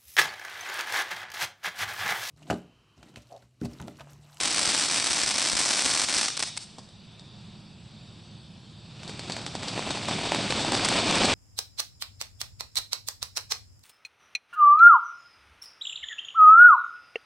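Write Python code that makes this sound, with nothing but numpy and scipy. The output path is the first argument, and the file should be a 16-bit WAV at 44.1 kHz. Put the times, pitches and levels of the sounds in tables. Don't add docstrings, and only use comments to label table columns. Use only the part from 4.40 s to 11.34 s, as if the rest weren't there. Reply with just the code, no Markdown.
import sys
import numpy as np
from scipy import signal
from scipy.fft import rfft, irfft
from scipy.io import wavfile
from scipy.ndimage import uniform_filter1d

SR = 44100
rng = np.random.default_rng(int(sys.argv[2]) if len(sys.argv) > 2 else 0)


def digitize_waveform(pressure):
    field = np.atleast_2d(pressure).T
    bounded = np.clip(field, -1, 1)
    quanta = np.round(bounded * 32767).astype(np.int16)
    wavfile.write(sys.argv[1], SR, quanta)


def ratio_of_db(decibels):
    return 10 ** (np.asarray(decibels, float) / 20)


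N = 306045

# pitch_hz, level_db
STAR_COLOUR = [(88, -43.5), (150, -15.5), (254, -6.5), (454, -10.5), (630, -6), (2010, -5), (2290, -4),
               (2840, -5.5), (5460, 0), (7040, -7), (8140, -0.5), (10700, -16), (11500, -10),
               (15000, -73.5), (22000, -120)]
# time_s, depth_db, half_width_s
LULLS = [
    (0.116, 2.5, 0.12),
    (0.48, 3.5, 0.031),
    (0.634, 4.5, 0.027),
    (0.852, 13, 0.0063),
    (0.952, 3.5, 0.024),
    (1.01, -3.5, 0.0043),
    (1.142, 3, 0.036),
    (1.655, 5, .015),
    (1.714, -1, .012),
]
# start_s, jolt_db
NEAR_SHOCKS = [(0.1815, -24), (0.2195, -21), (0.2765, -17), (0.3447, -36), (0.3784, -27), (0.4572, -36),
               (0.7039, -19), (0.7149, -19), (0.8349, -17), (0.9427, -22), (0.9844, -36), (1.1327, -15),
               (1.1537, -17), (1.1673, -31), (1.2037, -21), (1.3087, -31), (1.4464, -24), (1.4614, -18),
               (1.5028, -25), (1.5348, -24), (1.6386, -23), (1.688, -32), (1.7639, -18), (1.8137, -36)]
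# start_s, peak_db,
# shocks, spacing_ms
LAST_STARS = [(1.8835, -12, 4, 1.3), (1.9032, -18, 2, .7), (1.9693, -18, 3, 1.0), (1.975, -11, 2, 2.0),
              (1.9941, -12, 2, 2.8), (2.0014, -11, 4, 2.5), (2.0261, -10, 4, 1.2), (2.0346, -11, 2, 3.2),
              (2.0751, -22, 1, 1.0), (2.1676, -24, 2, 1.6), (2.1743, -16, 6, 1.1), (6.32, -13, 2, 2.1),
              (6.448, -8, 2, 2.6), (6.4562, -13, 2, 1.5), (6.4871, -9, 2, 3.9), (6.7113, -9.5, 1, 1.0),
              (6.7563, -11, 1, 1.0), (6.8558, -10.5, 1, 1.0)]
# pitch_hz, level_db
RUMBLE_COLOUR = [(18, -34), (30, -30), (54, -16), (113, -4), (214, -6), (253, -18.5), (368, -21.5),
                 (420, -46), (550, -71.5), (920, -120)]
# pitch_hz, level_db
ROAR_COLOUR = [(120, -18), (200, 2.5), (283, 1.5), (454, -3), (755, -2.5), (1190, -7), (1900, -11.5),
               (2470, -43), (4180, -120)]
# pitch_hz, level_db
HISS_COLOUR = [(900, -35.5), (1700, -12.5), (2400, 0.5), (3300, -2.5), (5000, -6.5), (6700, -13.5),
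               (7600, -16), (9000, -15), (9700, -28), (11500, -24)]
# pitch_hz, level_db
FAINT_HISS_COLOUR = [(900, -41.5), (1700, -26), (2000, -16.5), (2500, -7), (4000, -7.5), (5200, -11),
                     (6700, -21.5), (7600, -20), (8600, -23.5), (9000, -24.5), (9600, -28.5),
                     (11500, -26.5)]
# pitch_hz, width_hz, lift_db
TUBE_RINGING = [(113, 17, 3.6), (164, 19, 3.7)]
# pitch_hz, width_hz, lift_db
MOUTH_RINGING = [(3646, 520, 4.5), (4580, 470, 3), (7870, 570, 7.5), (8230, 130, 3)]
# pitch_hz, width_hz, lift_db
WEAK_FLAME_RINGING = [(3560, 260, 3.0), (4640, 200, 3.5)]
# time_s, burn_db
BURN = [(2.3, -57.5), (2.55, -59), (3.05, -56), (3.4, -58), (3.8, -56), (4.1, -58), (4.4, -57), (4.62, -50),
        (4.9, -43.5), (5.08, -47.5), (5.34, -40.5), (5.52, -37), (5.62, -40.5), (5.7, -35.5), (5.93, -34.5),
        (6.03, -34), (6.45, -31), (6.94, -26)]
# pitch_hz, level_db
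ECHO_COLOUR = [(200, -11), (1500, -9.5), (3000, -14), (5000, -4), (8000, -8), (11000, -10.5)]
# pitch_hz, fade_s
ECHO_FADE = [(200, 0.23), (1000, 1), (4500, 1), (10000, 1)]
# start_s, tick_db, knock_db, puff_db
SPITS = [(2.3844, -28, -23, -5), (2.392, -37, -25, 0), (2.4897, -39, -11, -6), (2.796, -33, -14, -11),
         (4.6329, -31, -0.5, -13), (4.6782, -25.5, -25, -14), (4.6954, -27.5, -5, -2),
         (4.7943, -21.5, -5.5, -7), (4.8988, -21.5, -3, 0), (4.9215, -18, -20, -24),
         (4.9663, -22, -1.5, -2.5), (5.0645, -19.5, -4, -7.5), (5.1526, -20, -8, -0.5),
         (5.2326, -24, -0.5, -3), (5.2841, -19, -13, -9), (5.3778, -25, 3, 4.5), (5.393, -25, -2, 4),
         (5.4745, -28, 4, 7.5), (5.5062, -17, -13, -3), (5.5728, -26.5, 2, 4), (5.6864, -22, -6, 4.5),
         (5.92, -16.5, 4, 5), (5.9475, -15.5, -0.5, 2.5), (6.106, -14.5, -5.5, -14),
         (6.2485, -15.5, -16, -1), (6.321, -15.5, -1, 1), (6.448, -20, -6, -3), (6.124, -16, 1, 1),
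         (6.3512, -23, 7, 1), (5.7118, -24, 3, 5.5)]
# pitch_hz, level_db
TICK_COLOUR = [(2000, -38), (3200, -5.5), (4600, -1.5), (6500, -11), (8000, -12), (11000, -25)]
# pitch_hz, level_db
KNOCK_COLOUR = [(600, -27), (1200, -1), (2200, -2), (3200, -8.5), (5500, -27.5)]
# pitch_hz, level_db
PUFF_COLOUR = [(80, -36), (250, 0.5), (500, -6), (780, -0.5), (1100, -4.5), (1700, -14.5), (4000, -49.5)]
# pitch_hz, width_hz, lift_db
HOLLOW_RINGING = [(760, 280, 3)]
# pitch_hz, level_db
PORT_DIFFERENCE = [(60, -16.5), (220, -18), (820, -10), (1600, -28.5), (3000, -20.5), (4600, -18.5),
                   (5900, -5), (7000, -0.5), (11300, 3.5)]
# pitch_hz, level_db
LEFT_TREBLE = [(3000, -54), (5800, -68.5), (7000, -24), (8100, -12), (11000, -17.5)]
# pitch_hz, level_db
SELF_NOISE_COLOUR = [(60, 9), (700, -7), (2000, -15.5), (5000, -21.5), (8000, -15.5), (11000, -20)]

SHOWER_END_S, SHOWER_FADE_DB_PER_S = 1.885, 1.5
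CRACKS_PER_S, CRACK_DB, CRACK_SPREAD_DB = 140., -11.3, 1.5
BOUNCE_MS, BOUNCE_DB, BOUNCE_JOLT_DB = 3.6, -4.0, -31
BOUNCE_SPREAD_MS = 1.6
STRING_FADE_DB = 1.3
DULL_HZ, DEBRIS_DB, DEBRIS_MS = 3550, -23, 0.91

OLD_DB, OLD_SAG_DB_PER_S = np.array([[-53], [-45], [-33.5]]), np.array([[1.5], [6], [3.6]])
OLD_OUT_S, OLD_DIES_DB_PER_S = 2.056, 81.5
# level at a burn of -45 dB, and dB gained for each dB of burn
NEW_DB, NEW_SLOPE = np.array([[-43], [-47], [-44.5]]), np.array([[0.36], [1.055], [0.97]])
WARM_DB, WARM_S = 9.5, .5
FLARE_S, SPUTTER_PER_S, SPUTTER_DB = 4.6, 85, 8


def evened(x):
    return x / np.sqrt(np.mean(x ** 2) + 1e-20)


def read(points, hz):
    f, value = np.transpose(points)
    return np.interp(np.log(hz + 1), np.log(f + 1), value)


def causal(points, modes=()):
    hz = abs(np.fft.fftfreq(8192, 1 / SR))
    db = read(points, hz)
    for f, width, lift_db in modes:
        db = db + lift_db / (1 + (2 * (hz - f) / width) ** 2)
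    gain = np.log(ratio_of_db(np.maximum(db, -100)))
    spectrum = np.exp(gain - 1j * signal.hilbert(gain).imag)
    return np.fft.ifft(spectrum).real[:3000]


def coloured(x, points, modes=()):
    return signal.oaconvolve(x, causal(points, modes))[:N]


def shock(points, modes=()):
    pulse = causal(points, modes)
    return -pulse / pulse.max()


def train(times, sizes):
    out = np.zeros(N)
    places = np.round(np.asarray(times) * SR).astype(int) - 2
    np.add.at(out, np.clip(places, 0, N - 1), sizes)
    return out


def around(x, rise_ms, fall_ms):
    rise, fall = np.exp(-1e3 / (rise_ms * SR)), np.exp(-1e3 / (fall_ms * SR))
    after = signal.lfilter([1], [1, -fall], x)
    before = signal.lfilter([0, rise], [1, -rise], x[::-1])[::-1]
    return after + before


def ground(x, ms, db):
    return x + ratio_of_db(db) * np.roll(x, round(ms * SR / 1e3))


def clumps(per_s, ms, dense, spread_db):
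    starts = (rng.random(N) < per_s / SR) * rng.exponential(1, N)
    swarm = signal.lfilter([1], [1, -np.exp(-1e3 / (ms * SR))], starts)
    fires = rng.random(N) < dense * (swarm + .4) / SR
    return fires * ratio_of_db(spread_db * np.minimum(rng.exponential(1, N), 2.6))


def cracks(busy):
    step, chance, height, size = rng.random((round(CRACKS_PER_S * SHOWER_END_S), 4)).T
    s = np.cumsum(.3 + 1.4 * step) / CRACKS_PER_S
    happens = chance < busy[(s * SR).astype(int)] ** 2
    peak = ratio_of_db(CRACK_SPREAD_DB * 3.4 * (size - .5)) * happens
    late_s = (BOUNCE_MS + BOUNCE_SPREAD_MS * (height - .7)) / 1e3
    return train(s, peak) + train(s + late_s, peak * ratio_of_db(BOUNCE_DB * 2 * height))


def stars():
    t = np.arange(N) / SR
    lull_db = sum(db * np.exp(-((t - s) / width) ** 2) for s, db, width in LULLS)
    fade_db = SHOWER_FADE_DB_PER_S * np.maximum(t - SHOWER_END_S + 1, 0)
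    busy = ratio_of_db(-lull_db - fade_db) * (t < SHOWER_END_S)

    small = ground(clumps(110., ms=9., dense=1100., spread_db=4.5), ms=2.8, db=-16.0)
    power = uniform_filter1d(small ** 2, size=2600) * np.sum(shock(STAR_COLOUR) ** 2)
    small *= ratio_of_db(-33.0) * busy / np.sqrt(power + 1e-9)

    near = ground(train(np.transpose(NEAR_SHOCKS)[0], 1.), BOUNCE_MS, BOUNCE_DB)
    big = ratio_of_db(CRACK_DB) * (cracks(busy) + ratio_of_db(-0.5) * near)
    for s, db, count, ms in LAST_STARS:
        k = np.arange(count)
        late, weak = rng.random((8, 2))[:count].T
        follows = k > 0
        times = s + (k + .5 * (late - .5) * follows) * ms / 1e3
        big += train(times, ratio_of_db(db - (STRING_FADE_DB * k + 1.2 * weak) * follows))

    debris = ratio_of_db(DEBRIS_DB) * rng.standard_normal(N) * around(big, DEBRIS_MS, DEBRIS_MS)
    shocks = small + big
    dull = 0.18 * rng.random(N)
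    keep = np.exp(-2 * np.pi * DULL_HZ / SR)
    dulled = signal.lfilter([1 - keep], [1, -keep], dull * shocks)
    shocks = (1 - dull) * shocks + 3.55 * dulled + debris
    aside = shocks * rng.standard_normal(N)
    return [signal.oaconvolve(x, shock(STAR_COLOUR))[:N] for x in (shocks, aside)]


def registers():
    t = np.arange(N) / SR
    since_out_s = np.maximum(t - OLD_OUT_S, 0)
    old = OLD_DB - OLD_SAG_DB_PER_S * t - OLD_DIES_DB_PER_S * since_out_s
    new = NEW_DB + NEW_SLOPE * (np.interp(t, *np.transpose(BURN)) + 45)
    new[0] -= WARM_DB * np.exp(-since_out_s / WARM_S)
    return 10 * np.log10(ratio_of_db(2 * old) + ratio_of_db(2 * new))


def flicker(hz):
    size = int(SR / hz)
    return evened(uniform_filter1d(uniform_filter1d(rng.standard_normal(N), size), size))


def patchy(x, db):
    z = signal.stft(x, nperseg=512)[2]
    patches = uniform_filter1d(rng.standard_normal(z.shape), size=6, axis=0)
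    patches = uniform_filter1d(patches, size=24, axis=1)
    return signal.istft(z * ratio_of_db(db * evened(patches)), nperseg=512)[1][:N]


def jet():
    rumble_db, roar_db, hiss_db = registers()
    gust, flutter = flicker(15.), flicker(100.)
    grains = evened(ground(clumps(40., ms=6., dense=2000.0, spread_db=-0.5), ms=.9, db=-8.0))
    strong = np.clip((roar_db + 62) / 18, 0, 1)
    noise = rng.standard_normal((3, N))

    rumble = evened(coloured(noise[0], RUMBLE_COLOUR, TUBE_RINGING))
    rumble *= ratio_of_db(rumble_db + 0.5 * gust + 0.34 * flutter)

    roar = evened(coloured(noise[1] - 0.26 * strong * grains, ROAR_COLOUR))
    roar *= ratio_of_db(roar_db + strong * (0.1 * gust + 2.1 * flutter))

    gas = noise[2] - 0.27 * strong * grains
    full = evened(coloured(gas, HISS_COLOUR, MOUTH_RINGING))
    faint = evened(coloured(gas, FAINT_HISS_COLOUR, MOUTH_RINGING + WEAK_FLAME_RINGING))
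    hiss = strong * full + (1 - strong) * patchy(faint, db=1.6)
    hiss *= ratio_of_db(hiss_db - 0.5 + strong * (.6 * gust + 1.0 * flutter))
    return rumble, roar + hiss


def yard(x, wall_ms=50.7, wall_db=11.5):
    taps = np.zeros((2, SR // 2))
    at = np.arange(300, SR // 2 - 20, 20)
    at = at + rng.integers(0, 20, (2, len(at)))
    wall = 1 + ratio_of_db(wall_db) * np.exp(-((at / SR * 1e3 - wall_ms) / 18.0) ** 2)
    np.put_along_axis(taps, at, wall * rng.choice([-1., 1.], at.shape), 1)
    hz, t, z = signal.stft(taps, SR, nperseg=256)
    fade_db = np.log10(1e60) * t / read(ECHO_FADE, hz)[:, None]
    fading = ratio_of_db(read(ECHO_COLOUR, hz)[:, None] - fade_db)
    tail = signal.istft(z * fading, SR, nperseg=256)[1]
    return signal.fftconvolve(x[None], tail / np.linalg.norm(tail[0]), axes=1)[:, :N]


def jolts():
    s, db = np.transpose(NEAR_SHOCKS)
    u = np.arange(SR // 50) / SR / 0.00068
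    step = (1 - np.exp(-u / 0.11)) * (1.52 * np.exp(-u) - 0.37 * np.exp(-u / 12.0))
    pushes = train(s, ratio_of_db(db)), train(s + BOUNCE_MS / 1e3, ratio_of_db(BOUNCE_JOLT_DB - 6))
    hit = np.array([signal.oaconvolve(x, step)[:N] for x in pushes])
    low_cut = signal.butter(2, 42, btype="high", fs=SR)
    return signal.lfilter(*low_cut, hit - 0.46 * hit[::-1])


def sputter():
    left_s = N / SR - FLARE_S
    s, size, knock, puff = rng.random((round(SPUTTER_PER_S * left_s), 4)).T
    s = FLARE_S + s * left_s
    tick_db = np.interp(s, *np.transpose(BURN)) + SPUTTER_DB + 6.0 * (size - .5)
    return np.c_[s, tick_db, -4.0 + 14. * (knock - .5), -4.5 + 12. * (puff - .5)]


def spits():
    s, db, knock_db, puff_db = np.r_[SPITS, sputter()].T
    ticks = signal.oaconvolve(train(s, ratio_of_db(db - 5.0)), shock(TICK_COLOUR, MOUTH_RINGING))
    knocks = signal.oaconvolve(train(s, ratio_of_db(db + knock_db + 1.2)), shock(KNOCK_COLOUR))
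    puffs = signal.oaconvolve(train(s, ratio_of_db(db + puff_db - 1.5)), shock(PUFF_COLOUR, HOLLOW_RINGING))
    snaps = signal.oaconvolve(train(s, ratio_of_db(db - 19)), shock(STAR_COLOUR))

    noise = rng.standard_normal((2, N))
    high_rush = evened(coloured(noise[0], TICK_COLOUR, MOUTH_RINGING))
    high_rush *= around(train(s, ratio_of_db(db - 17.5)), rise_ms=1.33, fall_ms=11.1)
    low_rush = evened(coloured(noise[1], ROAR_COLOUR))
    low_rush *= around(train(s, ratio_of_db(db + puff_db - 16.0)), rise_ms=3.5, fall_ms=9.2)
    return (ticks + knocks + puffs + snaps)[:N] + high_rush + low_rush


def scene():
    high, aside = stars()
    rumble, flame = jet()
    low = flame + spits()
    wet = ratio_of_db(-6.5) * yard(high) + ratio_of_db(-7.5) * yard(low)
    both = high + low + wet.mean(0)

    z = signal.stft(ratio_of_db(-17.5) * high + ratio_of_db(-6.0) * (low + rumble), nperseg=256)[2]
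    scattered = signal.istft(z * np.exp(2j * np.pi * rng.random(z.shape)), nperseg=256)[1][:N]
    lean = irfft(rfft(both) * ratio_of_db(read(LEFT_TREBLE, np.fft.rfftfreq(N, 1 / SR))), N)
    sides = scattered + ratio_of_db(-8) * aside + ratio_of_db(-11) * (wet[0] - wet[1])
    difference = coloured(sides, PORT_DIFFERENCE) + lean
    rumbles = rumble * ratio_of_db(np.array([[-.9], [.9]]))
    return both + np.array([[1], [-1]]) * difference + rumbles + jolts()


def masked(x, under_db, whim_db, from_hz=5200., quiet_db=-96.0):
    hz, t, z = signal.stft(x, SR, nperseg=1024)
    bands = uniform_filter1d(abs(z) ** 2, size=7, axis=0)[3::7]
    bands = uniform_filter1d(bands, size=3, axis=1)
    chance = evened(uniform_filter1d(rng.standard_normal(bands.shape), size=3, axis=1))
    whim = ratio_of_db(2 * whim_db * chance)
    middle = (hz > 2500) & (hz < 5000)
    hiss = uniform_filter1d(abs(z[middle] ** 2).mean(0), size=9)
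    weak = bands * whim < hiss / ratio_of_db(2 * under_db) + ratio_of_db(2 * quiet_db)
    weak = weak.repeat(7, axis=0)
    treble = hz[:len(weak), None] > from_hz
    z[:len(weak)] *= np.where(weak & treble, .08, 1)
    return signal.istft(z, SR, nperseg=1024)[1][:N]


def roll_off(x):
    return signal.sosfilt(signal.butter(12, 11900, fs=SR, output="sos"), x)


def record(dry):
    noise = [evened(coloured(x, SELF_NOISE_COLOUR)) for x in rng.standard_normal((2, N))]
    ports = dry + ratio_of_db(-62.5) * np.array(noise)
    middle = ports.mean(0)
    ports += masked(middle, under_db=23., whim_db=5.) - middle
    edge = signal.firwin(901, 10990, window=("kaiser", 6), fs=SR)
    band = signal.oaconvolve(ports, edge[None], "same")
    knee, room = .36, .16
    straight = np.clip(band, -knee, knee)
    limited = straight + room * np.tanh((band - straight) / room)
    return roll_off(limited)


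dry = scene()
out = record(dry)
digitize_waveform(out)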